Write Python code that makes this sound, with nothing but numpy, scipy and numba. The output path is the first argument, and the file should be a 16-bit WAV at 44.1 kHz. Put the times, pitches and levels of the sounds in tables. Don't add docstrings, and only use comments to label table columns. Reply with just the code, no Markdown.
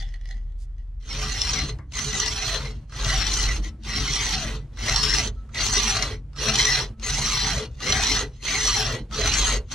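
import sys
import numpy as np
from scipy import signal
from scipy.fft import rfft, irfft
from scipy.io import wavfile
from scipy.ndimage import uniform_filter1d, map_coordinates
from numba import njit

SR = 44100
rng = np.random.default_rng(int(sys.argv[2]) if len(sys.argv) > 2 else 0)


def makeup_ratio(level_db):
    decades = np.asarray(level_db, float) / 20
    return 10 ** decades


def log_audio(samples):
    frames = np.atleast_2d(samples).T
    limited = np.clip(frames, -1, 1)
    pcm = np.round(limited * 32767).astype(np.int16)
    wavfile.write(sys.argv[1], SR, pcm)


N = 429534

# time_s, level_db
TOUCH = [
    (0.0, -36.5),
    (0.07, -52),
    (0.2, -61),
    (0.3, -47),
    (0.45, -69),
    (0.76, -76),
    (0.79, -61),
    (0.86, -73.5),
    (1.0, -85),
]
# time_s, peak_db
TAPS = [
    (0.0248, -31),
    (0.1401, -35.5),
    (0.2119, -42),
    (0.2558, -38),
    (0.2887, -36),
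    (0.3092, -32),
    (0.7816, -50),
]
# pitch_hz, width_hz, level_db
LOOSE_SAW = [(777, 17, -0.5), (1560, 40, -41), (1930, 93, 3), (2960, 140, -4.5), (3370, 120, -4),
             (4200, 49, -3), (4330, 40, -12), (5140, 39, -24), (5840, 20, -20), (6400, 53, -7)]
# pitch_hz, level_db (per Hz)
RUB_TONE = [(240, -65.5), (400, -13), (2290, -16.5), (2790, -5), (3010, -9), (4810, -4.5), (10100, -26),
            (15000, -39)]
# pitch_hz, level_db (per Hz)
HAND_TONE = [(800, -30), (2500, -7), (4800, 0), (8000, -2), (11000, -11), (14500, -14)]

# time_s, sway_db, boom_db
FREE_BENCH = [
    (0.0, -27, -43.5),
    (0.2, -32, -75),
    (0.37, -28.5, -48),
    (0.49, -31, -68),
    (1.0, -34, -64),
]
# sway_start_db, sway_braking_db, boom_start_db, boom_braking_db
JOLTS = [(-31.5, -31.5, -34, -29.5), (-36, -33, -31.5, -34), (-25.5, -22.5, -30.5, -32.5),
         (-28.5, -31, -29.5, -33), (-27.5, -26, -27.5, -28), (-27, -33.5, -31.5, -31.5),
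         (-32.5, -31.5, -28, -33), (-28.5, -33, -31.5, -29.5), (-31.5, -31, -26.5, -32),
         (-33, -31.5, -38.5, -29.5), (-27.5, -22, -25.5, -39), (-28, -33, -32, -32)]
# pitch_hz, width_hz, level_db
BENCH_TOP = [(67.6, 9.7, -1.5), (107.8, 21, -1), (137.7, 12.3, 2), (218.6, 11.6, -7.5), (259, 6.5, -12),
             (310.3, 16, -16)]
# pitch_hz, level_db (per Hz)
HUSH_TONE = [(35, -27.5), (60, 2), (71, -10.5), (129, -18), (170, -38), (282, -46), (514, -67),
             (1270, -56.5), (15000, -86.5)]

# start_s, fastest_s, end_s, top_tooth_rate_hz, bite_db
STROKES = [(1.08, 1.46, 1.699, 1050, -27), (1.94, 2.26, 2.704, 1025, -26.5), (2.94, 3.36, 3.575, 1066, -25),
           (3.855, 4.15, 4.565, 1160, -25.5), (4.8, 5.07, 5.284, 1200, -22.5),
           (5.555, 5.76, 6.13, 1178, -23), (6.385, 6.68, 6.835, 1124, -21.5), (7.03, 7.3, 7.66, 1241, -23),
           (7.82, 8.1, 8.23, 1174, -21), (8.44, 8.66, 8.975, 1184, -21.5), (9.13, 9.4, 9.57, 1196, -20.5),
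           (9.72, 9.95, 10.3, 1200, -22)]
# stopped_s, moving_again_s, creep_db
RESTS = [(0.9, 0.95, -78.5), (1.77, 1.877, -84), (2.85, 2.87, -74), (3.645, 3.785, -80),
         (4.66, 4.72, -76.5), (5.32, 5.49, -85.5), (6.23, 6.31, -88), (6.94, 6.96, -87), (7.69, 7.76, -60),
         (8.3, 8.39, -64.5), (9.06, 9.08, -76), (9.62, 9.67, -67.5), (10.4, 10.5, -80)]
# push_db, pull_db
SING_DB = [
    (0.5, -8),
    (4.5, -8),
    (-11.5, -5),
    (-6.5, 3),
    (4, 10.5),
]
# push_db, pull_db
SQUEAL_DB = [
    (-0.5, -0.5),
    (2.5, 4),
    (-1, -5.5),
]
# time_s, peak_db
SNAGS = [(1.1293, -10.5), (1.3199, -12.5), (1.4167, -4), (1.5334, -9), (2.2004, -4.5), (2.2603, -6.5),
         (2.4239, -10.5), (2.4798, -20), (3.0465, -8), (3.267, -7), (3.3373, -7.5), (4.135, -7.5),
         (4.353, -12), (4.8958, -6), (4.9232, -4), (4.9601, -0.5), (5.0325, -2), (5.7803, -4),
         (6.0242, 0.5), (6.54, -0.5), (6.556, -3.5), (6.586, -2.5), (6.6069, -2.5), (6.6523, -1.5),
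         (7.444, -15), (7.9224, 0), (8.0686, -7), (9.2763, 0), (9.3392, -4), (9.3826, -7)]
# time_s, half_length_s, level_db
SLIPS = [
    (3.66, 0.05, -38.5),
    (5.37, 0.09, -65.5),
    (4.75, 0.044, -64.5),
    (8.35, 0.047, -62.5),
]
# pitch_hz, level_db (per Hz)
RASP_TONE = [(120, -28), (200, -4), (543, -13), (1770, -3.5), (1970, 12.5), (2540, -5), (4220, -2),
             (5060, -26.5), (6070, -19), (6760, -36.5), (12100, -38.5), (14500, -18), (15300, -43)]
# pitch_hz, width_hz, level_db
FRAME = [(426, 18.4, -3.5), (720.5, 8.2, -14), (1160, 110, -14.5), (1980, 97, 4), (2390, 270, -10.5),
         (2827, 63, -3), (3040, 233, -7.5), (4106, 31.4, 1.5), (4355, 37, 1), (4580, 137, -8),
         (5416, 110, -6)]
# pitch_hz, width_hz, level_db
HOLLOW_BAR = [(1333, 11, -10), (1160, 12, -5.5), (760, 24, -19.5), (428, 34, -8.5)]
# pitch_hz, depth_db
FLICKER_DEPTH = [(1000, 1.5), (6000, 2), (8500, 3.5), (11000, 5.5), (15000, 7)]

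# time_s, knock_peak_db, tick_over_knock_db
KNOCKS = [(1.787, -51, 8), (1.921, -50, 18), (2.896, -46, 2), (2.922, -30.5, -4), (3.835, -51, 17),
          (4.772, -34, -2), (5.49, -41.5, -20), (5.546, -34.5, 10.5), (6.332, -45, -1), (6.362, -31.5, -2),
          (6.997, -45, 11.5), (7.048, -46, 1), (7.804, -27.5, -2), (8.434, -42, 9), (9.111, -31, -2),
          (9.706, -49, 11)]
# pitch_hz, level_db (per Hz)
KNOCK_TONE = [(150, -16.5), (500, -30.5), (1200, 6.5), (2000, -8), (2800, -11.5), (8000, -22), (15000, -69)]
# time_s, peak_db
NUDGES = [
    (3.7, -48),
    (5.36, -45),
    (6.34, -42),
    (6.92, -48),
    (9.11, -24),
]
# pitch_hz, level_db
THUD_TONE = [(120, -12.5), (250, 0), (700, -2), (1100, 5), (1500, -2), (2100, 3.5), (2500, -22),
             (9000, -40)]

# pitch_hz, fade_by_60_db_s
ECHO_TIME = [(200, 0.33), (2000, 0.11), (10000, 0.039)]
# pitch_hz, side_over_middle_db
STEREO_WIDTH = [(60, -25.5), (110, -25), (200, -24), (380, -22), (700, -14.5), (1280, -13), (2370, -10),
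                (4370, -8.5), (8050, -5), (14900, -1.5)]
# pitch_hz, level_db
MIC_TONE = [(20, -0.5), (6500, -2), (9000, -1), (12000, -6.5), (13800, -11), (14600, -33.5), (15300, -48)]

SETTLE_S = (0.072, 0.044)
TAPER_SHARE = (0.55, 0.6)
ONSET_DB, SETTLED_DB, TAPER_DB, LAST_DB = (13, 10.5), (3.5, 3), (1, 2), (9, 14.5)
TRAIL_SHARE, TRAIL_DB = (0.45, 0.39), (28.5, 28.5)
FIRST_HZ, LAST_HZ = (340, 503), (388, 376)
STOP_HZ, STOP_DB = 170, -1
SING_GROWS = 0.7
SLOW_SQUEAL_HZ, FAST_SQUEAL_HZ = 6036, (5545, 5600)
CLIMB_HZ_PER_S = (39, 44)

JOLT_S = 0.12
MIDWAY_DB, RING_ON_DB = (0.5, -7), (-5, -8)
STILL_DB = (-44.5, -48)


def unit(x):
    return x / np.sqrt(np.mean(x ** 2) + 1e-20)


def along(points, hz):
    f, v = np.transpose(points)
    return np.interp(np.log(hz + 1), np.log(f + 1), v)


def curves(rows):
    s, *cols = np.transpose(rows)
    return [np.interp(np.arange(N) / SR, s, c) for c in cols]


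def joined(rows):
    rows = np.array(rows, float)
    rows[:, 0] = np.maximum.accumulate(rows[:, 0])
    return curves(rows)


def wobble(rate):
    knots = rng.standard_normal(int(N * rate / SR) + 4)
    return map_coordinates(knots, [np.arange(N) * rate / SR], order=1)


def swell(s, half_s, db):
    place = np.clip((np.arange(N) / SR - s) / half_s, -1, 1)
    return makeup_ratio(db) * np.cos(np.pi / 2 * place) ** 2


def colour(x, points):
    gain = makeup_ratio(along(points, np.fft.rfftfreq(4096, 1 / SR)))
    cep = irfft(np.log(gain + 1e-6))
    cep[1:2048] *= 2
    cep[2049:] = 0
    return signal.fftconvolve(x, irfft(np.exp(rfft(cep))))[:len(x)]


@njit
def two_pole(x, turn, r):
    y = np.zeros(len(x))
    for i in range(2, len(x)):
        push = (1 - r * r) / 2 * (x[i] - x[i - 2])
        y[i] = push + 2 * r * turn[i] * y[i - 1] - r * r * y[i - 2]
    return y


def ring(x, hz, width_hz):
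    turn = np.cos(2 * np.pi * np.clip(hz, 20, SR / 3) / SR) * np.ones(N)
    return two_pole(x, turn, np.exp(-np.pi * width_hz / SR))


def modes(x, table, flicker_db, rate, drift=0.0056):
    total = np.zeros(N)
    for k, (hz, width_hz, db) in enumerate(table):
        drive = x * makeup_ratio(db + flicker_db * wobble(rate))
        total += (-1) ** k * ring(drive, hz * (1 + drift * wobble(rate)), width_hz)
    return total


def grit(rate, spread_db):
    hit = rng.random(N) < rate / SR
    size = makeup_ratio(spread_db * rng.exponential(size=N))
    return unit(hit * rng.standard_normal(N) * size)


def bursts(rows, t60):
    x, t = np.zeros(N + SR), np.arange(SR // 4) / SR
    for s, db in rows:
        shape = makeup_ratio(-60 * t / t60) * rng.standard_normal(len(t))
        x[round(s * SR):][:len(t)] += makeup_ratio(db) * shape / np.abs(shape).max()
    return x[:N]


def smoothed(field, bands, frames):
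    return uniform_filter1d(uniform_filter1d(field, size=bands, axis=0), size=frames, axis=1)


def patchy(x, depth_db):
    z = signal.stft(x, nperseg=512)[2]
    field = smoothed(rng.standard_normal(z.shape), bands=4, frames=7)
    return signal.istft(z * makeup_ratio(depth_db * unit(field)), nperseg=512)[1][:N]


def even(x):
    return x / np.sqrt(np.abs(uniform_filter1d(x ** 2, size=5000)) + 1e-12)


def moments():
    for k, (start, fast, end, top_hz, db) in enumerate(STROKES):
        yield k, k % 2, RESTS[k][1], start, fast, end, RESTS[k + 1][0], top_hz, db


def placing():
    before_sawing = np.arange(N) < TOUCH[-1][0] * SR
    rub = makeup_ratio(curves(TOUCH)[0]) * before_sawing * grit(12000, spread_db=3.5)
    contact = rub + makeup_ratio(4.5) * bursts(TAPS, t60=0.016)
    ringing = modes(contact, LOOSE_SAW, flicker_db=4, rate=20, drift=0.0073)
    scratch = patchy(colour(contact, RUB_TONE), depth_db=4)
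    hand = swell(0.62, half_s=0.053, db=-52.5) * grit(12000, spread_db=2.0)
    return makeup_ratio(12.5) * ringing + makeup_ratio(4.5) * scratch + colour(hand, HAND_TONE)


def shaking():
    rows = list(FREE_BENCH)
    for moment, (sway_a, sway_b, boom_a, boom_b) in zip(moments(), JOLTS):
        k, way, before, start, fast, end, after, *_ = moment
        if k > 0:
            rows.append((before, *STILL_DB))
        sway_mid = (sway_a + sway_b) / 2 + MIDWAY_DB[0]
        boom_mid = (boom_a + boom_b) / 2 + MIDWAY_DB[1]
        rows += [(start + JOLT_S, sway_a, boom_a),
                 (fast, sway_mid, boom_mid),
                 (end - JOLT_S / 2, sway_b, boom_b),
                 (after, sway_b + RING_ON_DB[0], boom_b + RING_ON_DB[1])]
    return joined(rows)


def hum(hz, drift_hz, rate):
    return np.sqrt(2) * np.sin(2 * np.pi * np.cumsum(hz + drift_hz * wobble(rate)) / SR)


def bench():
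    sway_db, boom_db = shaking()
    loaded = np.clip((np.arange(N) / SR - 1.0) / 0.19, 0, 1)
    free = hum(39.5, 1.17, rate=5.7)
    steady = hum(47.5, 1.55, rate=5)
    shaken = even(ring(rng.standard_normal(N), 43.5, width_hz=6.5))
    deep = unit(ring(rng.standard_normal(N), 27, width_hz=5))
    sway = (1 - loaded) * free + loaded * (0.88 * steady + 0.48 * shaken) + makeup_ratio(-17) * deep
    rumble = makeup_ratio(4.2 * wobble(30)) * rng.standard_normal(N)
    boom = even(modes(rumble, BENCH_TOP, flicker_db=5.0, rate=8))
    return makeup_ratio(sway_db) * sway + makeup_ratio(boom_db) * boom


def hush():
    return makeup_ratio(-40.0) * unit(colour(rng.standard_normal(N), HUSH_TONE))


def arm():
    bite, teeth, squeal = [], [], []
    for k, way, before, start, fast, end, after, top_hz, db in moments():
        bite += [(before, RESTS[k][2]),
                 (start, db - ONSET_DB[way]),
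                 (start + SETTLE_S[way], db - SETTLED_DB[way]),
                 (fast, db),
                 (fast + TAPER_SHARE[way] * (end - fast), db - TAPER_DB[way]),
                 (end, db - LAST_DB[way]),
                 (end + TRAIL_SHARE[way] * (after - end), db - TRAIL_DB[way]),
                 (after, RESTS[k + 1][2])]
        first_hz, last_hz = FIRST_HZ[way], LAST_HZ[way]
        times = start, (start + fast) / 2, fast, (fast + end) / 2, end
        rates = first_hz, (first_hz + top_hz) / 2, top_hz, (top_hz + last_hz) / 2, last_hz
        harder_db = SING_GROWS * (db - STROKES[-1][-1])
        teeth.append((before, STOP_HZ, STOP_DB))
        teeth += [(s, hz, sing[way] + harder_db) for s, hz, sing in zip(times, rates, SING_DB)]
        teeth.append((after, STOP_HZ, STOP_DB))
        fast_hz = FAST_SQUEAL_HZ[way] + CLIMB_HZ_PER_S[way] * fast
        pitches = SLOW_SQUEAL_HZ, fast_hz, SLOW_SQUEAL_HZ
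        squeal += [(s, hz, level[way]) for s, hz, level in zip(times[::2], pitches, SQUEAL_DB)]
    return joined(bite) + joined(teeth) + joined(squeal)


def saw():
    bite_db, tooth_hz, tooth_db, squeal_hz, squeal_db = arm()
    tooth_hz = tooth_hz * (1 + 0.06 * wobble(20))
    sawing = np.arange(N) > TOUCH[-1][0] * SR
    bite = makeup_ratio(bite_db) * sawing + sum(swell(*row) for row in SLIPS)
    chatter = makeup_ratio(1.34 * wobble(25) + 1.68 * wobble(110))
    scrape = bite * unit(chatter * grit(14000, spread_db=1.5))
    snaps = ring(bursts(SNAGS, t60=0.025), 5000, width_hz=6600)
    teeth = scrape + makeup_ratio(-2.5) * snaps

    rasp = patchy(colour(teeth, RASP_TONE), depth_db=3)
    frame = makeup_ratio(-8) * rasp + modes(teeth, FRAME, flicker_db=2.5, rate=18, drift=0.005)
    squeal_drive = teeth * makeup_ratio(squeal_db + 1.2 * wobble(30) + 1.0 * wobble(10))
    squeal_hz = squeal_hz * (1 + 0.028 * wobble(40) + 0.028 * wobble(8.3))
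    squeal = ring(squeal_drive, squeal_hz, width_hz=242)

    song = ring(scrape * makeup_ratio(tooth_db + 2.1 * wobble(22)), tooth_hz, width_hz=250)
    song = ring(song, tooth_hz, width_hz=170)
    overtone = ring(scrape * makeup_ratio(tooth_db + 2.7 * wobble(19)), 2 * tooth_hz, width_hz=530)
    bar = modes(makeup_ratio(12) * song + makeup_ratio(-2.5) * scrape, HOLLOW_BAR, flicker_db=2.0, rate=10)
    sound = frame + makeup_ratio(-0.5) * squeal + makeup_ratio(-9.5) * song + makeup_ratio(-16.0) * overtone + bar
    return makeup_ratio(1.13) * sound * np.linalg.norm(bite) / np.linalg.norm(sound)


def flickering(x):
    hz, _, z = signal.stft(x, SR, nperseg=1024)
    field = smoothed(rng.standard_normal(z.shape), bands=3, frames=3)
    depth_db = along(FLICKER_DEPTH, hz)[:, None]
    mean_db = depth_db ** 2 * np.log(10) / 20
    return signal.istft(z * makeup_ratio(depth_db * unit(field) - mean_db), nperseg=1024)[1][:N]


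def turns():
    knock = colour(bursts([(s, db) for s, db, _ in KNOCKS], t60=0.13), KNOCK_TONE)
    tick = colour(bursts([(s, db + rel) for s, db, rel in KNOCKS], t60=0.024), RUB_TONE)
    bell = ring(bursts(NUDGES, t60=0.086), 1310, width_hz=69)
    bell = ring(bell, 1310, width_hz=7.7)
    return makeup_ratio(37) * bell + makeup_ratio(10) * knock + makeup_ratio(15.0) * tick


def thud():
    return makeup_ratio(12.5) * colour(bursts([(1.789, -34.5)], t60=0.13), THUD_TONE)


def workshop_echo(near):
    hz, t, z = signal.stft(rng.standard_normal(SR // 2), SR, nperseg=256)
    fade = makeup_ratio(-60 * t / along(ECHO_TIME, hz)[:, None])
    tail = signal.istft(z * fade, SR, nperseg=256)[1]
    late = np.pad(near, (300, 0))
    return makeup_ratio(-12.0) * signal.fftconvolve(late, tail / np.linalg.norm(tail))[:N]


def scattered(x):
    z = signal.stft(x, nperseg=256)[2]
    paths = rng.standard_normal(z.shape) + 1j * rng.standard_normal(z.shape)
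    paths = smoothed(paths, bands=3, frames=20)
    return signal.istft(z * paths / np.abs(paths), nperseg=256)[1][:N]


def scene():
    near = placing() + flickering(saw()) + turns() + thud()
    mid = near + workshop_echo(near) + hush() + bench()
    side = colour(makeup_ratio(4.0) * scattered(mid), STEREO_WIDTH)
    return np.array([mid + side, mid - side])


def roll_off(x):
    return signal.sosfilt(signal.butter(12, 15460, fs=SR, output="sos"), x)


def record(dry):
    mix = np.array([colour(channel, MIC_TONE) for channel in dry])
    return roll_off(mix)


dry = scene()
out = record(dry)
log_audio(out)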